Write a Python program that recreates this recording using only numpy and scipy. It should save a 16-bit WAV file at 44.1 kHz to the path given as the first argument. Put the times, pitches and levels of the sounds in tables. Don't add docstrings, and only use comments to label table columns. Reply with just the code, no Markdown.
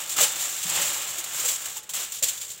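import sys
import numpy as np
from scipy import signal
from scipy.fft import rfft, irfft, next_fast_len
from scipy.io import wavfile
from scipy.ndimage import uniform_filter1d, map_coordinates

SR = 44100
rng = np.random.default_rng(int(sys.argv[2]) if len(sys.argv) > 2 else 0)


def generate_wav(signal):
    frames = np.transpose(np.atleast_2d(signal))
    scaled = np.clip(frames, -1, 1) * 32767
    pcm = np.round(scaled).astype(np.int16)
    wavfile.write(sys.argv[1], SR, pcm)


N = 114660
ZONES = 7
BUCKLE_SPREAD_DB = 2

# (time [s], crinkle level [dB], rub level [dB])
HAND_MOVES = [(0.0, -26.5, -39), (0.049, -36, -45.5), (0.127, -28.5, -47), (0.161, -36, -42.5),
              (0.182, -18, -30), (0.24, -19, -31.5), (0.27, -24.5, -41), (0.343, -33.5, -41),
              (0.439, -26, -40.5), (0.621, -32, -46.5), (0.691, -25.5, -38.5), (0.776, -23.5, -33),
              (0.918, -28, -39), (1.1, -33.5, -43), (1.29, -34.5, -44), (1.45, -24.5, -39.5),
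              (1.47, -28.5, -44), (1.5, -22, -39.5), (1.578, -37.5, -47.5), (1.679, -30.5, -43.5),
              (1.748, -39, -52), (1.768, -29, -47), (1.809, -49.5, -58.5), (1.886, -54.5, -55.5),
              (1.899, -33.5, -55), (1.925, -41.5, -55), (1.943, -27, -42), (2.009, -28, -40.5),
              (2.11, -41.5, -55), (2.149, -33, -51.5), (2.2, -37.5, -59), (2.218, -47.5, -54),
              (2.237, -16, -45), (2.251, -27.5, -48), (2.279, -27, -44.5), (2.291, -22, -61),
              (2.309, -34.5, -46.5), (2.389, -39, -55), (2.43, -33.5, -51), (2.469, -40, -56.5),
              (2.51, -32.5, -58), (2.53, -43, -58.5), (2.6, -49.5, -52)]
def crinkle(facets):
    times, crinkle_db, _ = np.transpose(HAND_MOVES)
    t = np.arange(N) / SR
    clump_db, clumps_per_s, trim_db = 2.1, 50, -1
    clumps = clump_db * np.interp(t * clumps_per_s, np.arange(256), rng.standard_normal(256))
    level_db = np.interp(t, times, crinkle_db) + clumps + trim_db
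    return swarm(level_db, facets, per_s=1200, spread_db=BUCKLE_SPREAD_DB, crowding=0.7)


def palm_rub(facets):
    times, _, rub_db = np.transpose(HAND_MOVES)
    trim_db, stir_db = 2, 2.5
    level_db = np.interp(np.arange(N) / SR, times, rub_db) + trim_db
    slips = swarm(level_db, facets, per_s=3200, spread_db=7, crowding=0.34)
    return slips + amp(stir_db) * sheet_ring(slips.sum(axis=0)) / ZONES


# (time [s], relative level [dB])
CREASE_SNAPS = [(0.0937, -16.5), (0.164, -12.5), (0.208, -1), (0.2294, -7.5), (0.356, -17), (0.629, -14),
                (0.6644, -25), (0.694, -11), (0.757, -12), (0.816, -13), (0.949, -33), (1.1834, -14.5),
                (1.2394, -18), (1.393, -13), (1.449, -11), (1.484, -9.5), (1.655, -17), (1.8284, -29),
                (1.892, -19), (1.935, -18.5), (2.12, -18), (2.1847, -24), (2.2239, -7), (2.284, -15),
                (2.33, -22.5), (2.375, -22), (2.413, -19.5), (2.576, -31)]
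def crease_snaps(facets):
    envelope, t = np.full(N, 1e-5), np.arange(SR // 10) / SR
    slowest_rise_s, fade_s, trim_db = 0.003, 0.0093, -7.5
    biggest_db = max(db for _, db in CREASE_SNAPS)
    for start, db in CREASE_SNAPS:
        rise_s = slowest_rise_s * amp(db - biggest_db)
        add(envelope, start, amp(db + trim_db) * (1 - np.exp(-t / rise_s)) * np.exp(-t / fade_s))
    return swarm(20 * np.log10(envelope), facets, per_s=3000, spread_db=BUCKLE_SPREAD_DB, crowding=0)


def swarm(level_db, facets, per_s, spread_db, crowding):
    rate = per_s * amp(crowding * (level_db - level_db.mean()))
    fires = rng.random(N) < rate / SR
    kicks = fires * amp(spread_db * np.clip(rng.standard_normal(N), -2, 2))
    power = uniform_filter1d(uniform_filter1d(kicks ** 2, size=600), size=600)
    kicks = kicks / np.sqrt(np.abs(power) + 1e-6) * amp(level_db) * rng.choice([-1, 1], N)
    spot, zones = rng.integers(len(facets), size=N), np.zeros((ZONES, N))
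    for i in np.flatnonzero(kicks):
        add(zones[spot[i] % ZONES], i / SR, kicks[i] * facets[spot[i]])
    return zones


# (frequency [Hz], level [dB])
BUCKLE_TONE = [(150, -34), (400, -12), (1100, -12), (1900, -4), (2900, 3), (3700, 5.5), (4700, 0),
               (7400, 0), (9600, -3.5), (12000, -2.5), (14400, 3.5), (16500, 2.5)]
def buckle_colour(hz):
    sheen_hz, width_hz, sheen_db = 7410, 1200, 14.5
    sheen = amp(sheen_db) ** 2 / (1 + (2 * (hz - sheen_hz) / width_hz) ** 2)
    return along(BUCKLE_TONE, hz) + 10 * np.log10(1 + sheen)


# (frequency [Hz], level [dB])
SLIP_TONE = [(30, -45), (120, -7.5), (250, -13), (350, -12), (550, -7), (700, -6.5), (900, -2.5),
             (1400, -0.5), (2200, 0.5), (3000, 3.5), (4500, -6), (9000, -16), (16000, -48)]
def slip_colour(hz):
    return along(SLIP_TONE, hz)


def facet(colour, size=1024):
    t = np.arange(size) / SR
    rattle = rng.standard_normal(size) * decay(t, t60=0.037)
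    path = amp(3.5) * rattle / np.linalg.norm(rattle)
    path[0] += 1
    grain = signal.fftconvolve(path, click(colour, size))[:size]
    return grain / np.linalg.norm(grain)


def click(colour, size):
    hz = np.fft.rfftfreq(size, 1 / SR)
    tint_db = 1.5 * map_coordinates(rng.standard_normal(size=24), [np.linspace(0, 23, len(hz))])
    cepstrum = irfft(np.log(amp(colour(hz) + tint_db)))
    cepstrum[1:size // 2] *= 2
    cepstrum[size // 2 + 1:] = 0
    pulse = irfft(np.exp(rfft(cepstrum)))
    return pulse / np.linalg.norm(pulse)


# (time [s], gain [dB])
MID_RIDE = [(0.9, -1), (1.4, -2), (1.5, -2.5), (2.0, -1), (2.15, -1)]
def thin_mids(foil):
    gain = amp(np.interp(np.arange(N) / SR, *np.transpose(MID_RIDE)))
    mids = filtered(foil, lambda hz: np.interp(hz, [1700, 2600, 5500, 7000], [0, 1, 1, 0]))
    return foil + (gain - 1) * mids


# (frequency [Hz], relative level [dB], T60 [s])
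SHEET_MODES = [(343, 2.5, 0.152), (497, -2, 0.15), (573, -2, 0.15), (577, -4, 0.035), (695, -1, 0.069),
               (786, 2, 0.076), (860, -5, 0.33), (1070, -4, 0.18), (1346, -7, 0.087)]
def sheet_ring(rub):
    def resonance(f, hz, db, t60):
        width_hz = np.log(1000) / (np.pi * t60)
        return amp(db) * 1j * f * width_hz / (hz * hz - f * f + 1j * f * width_hz)
    return filtered(rub, lambda f: sum(resonance(f, *mode) for mode in SHEET_MODES))


# (time [s], relative level [dB], centre pitch [Hz])
SHEET_FLAPS = [(.164, -26.5, 1360), (.186, -17, 1280), (.207, -21, 623), (.221, -25.5, 513),
               (.24, -23.5, 800), (.762, -30, 930), (.961, -30.5, 950), (1.182, -40, 342),
               (1.392, -40, 420), (1.44, -26, 505), (1.765, -37, 950), (1.893, -40, 996), (2.222, -30, 529)]
def sheet_flaps():
    return pushes(SHEET_FLAPS, SHEET_MODES, rise_s=0.0015, pop_t60_s=0.033)


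# (frequency [Hz], relative level [dB], T60 [s])
TRAY_MODES = [(62, -4, 0.12), (123, 7, 0.21), (172.5, -4.5, 0.35), (221, -1, 0.17), (356, 2.5, 0.11)]
# (time [s], relative level [dB], centre pitch [Hz])
TRAY_NUDGES = [(.165, -39.5, 302), (.222, -35, 147), (.651, -35, 176), (.72, -37, 170), (.756, -44, 177),
               (.787, -53, 177), (.893, -47, 197), (2.228, -38.5, 88.5)]
def tray_nudges():
    return pushes(TRAY_NUDGES, TRAY_MODES, rise_s=0.004, pop_t60_s=0.071)


def pushes(events, modes, rise_s, pop_t60_s):
    track, t = np.zeros(N), np.arange(SR // 4) / SR
    sag, reach_oct, modes_db = 0.13, 0.16, -5
    hz, mode_db, t60 = np.transpose(modes)
    rise, fade = 1 - np.exp(-t / rise_s), decay(t, pop_t60_s)
    mode_tones = np.exp(np.outer(2j * np.pi * hz - np.log(1000) / t60, t))
    for start, db, centre_hz in events:
        pitch = centre_hz * (1 + sag * (fade - 0.5))
        pop = fade * np.sin(2 * np.pi * np.cumsum(pitch) / SR)
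        detune = np.log2(hz / centre_hz) / reach_oct
        gains = amp(modes_db + mode_db + rng.normal(0, 2.0, len(hz))) / (1 + detune ** 2)
        phases = np.exp(2j * np.pi * rng.random(len(hz)))
        ring = ((gains * phases) @ mode_tones).real
        add(track, start, amp(db) * rise * (pop + ring))
    return track


# (frequency [Hz], T60 [s])
KITCHEN_DECAY = [(200, 0.058), (2000, 0.39), (8000, 0.22), (15000, 0.053)]
def kitchen_reverb(zones):
    hz, t, noise = signal.stft(rng.standard_normal((ZONES, SR // 4)), SR, nperseg=256)
    t60 = along(KITCHEN_DECAY, hz)[:, None]
    tails = signal.istft(noise * decay(t, t60) / np.sqrt(t60), SR, nperseg=256)[1]
    tails /= np.linalg.norm(tails, axis=1, keepdims=True)
    return signal.fftconvolve(zones, tails, axes=1)[:, :N].sum(axis=0)


# (frequency [Hz], relative level [dB])
RUMBLE_TONE = [(25, -14), (50, -5.5), (75, -8.5), (98, 6), (135, -3), (170, 2), (250, -12), (500, -1),
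               (1500, -50), (5000, -20), (16000, -39)]
def room_tone():
    rumble = filtered(rng.standard_normal(N), lambda hz: amp(along(RUMBLE_TONE, hz)))
    return amp(-62) * rumble / np.sqrt(np.mean(rumble ** 2))


def amp(db):
    return 10 ** (np.asarray(db) / 20)


def decay(t, t60):
    return np.exp(-np.log(1000) * t / t60)


def along(points, hz):
    freqs, values = np.transpose(points)
    return np.interp(np.log(hz + 1), np.log(freqs + 1), values)


def filtered(x, response):
    size = next_fast_len(N + SR // 2)
    return irfft(rfft(x, size) * response(np.fft.rfftfreq(size, 1 / SR)), size)[..., :N]


def add(track, start_s, sound):
    i = max(0, round(start_s * SR))
    track[i:i + len(sound)] += sound[:N - i]


def scene():
    bright = [facet(buckle_colour) for _ in range(42)]
    dull = [facet(slip_colour) for _ in range(21)]
    foil = thin_mids(crinkle(bright) + palm_rub(dull) + crease_snaps(bright))
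    body = sheet_flaps() + tray_nudges()
    return (foil.sum(axis=0) + amp(-6) * kitchen_reverb(foil) + body + room_tone())[None]


def record(dry):
    return filtered(dry[0], lambda hz: hz < 15790)[None]


dry = scene()
out = record(dry)
generate_wav(out)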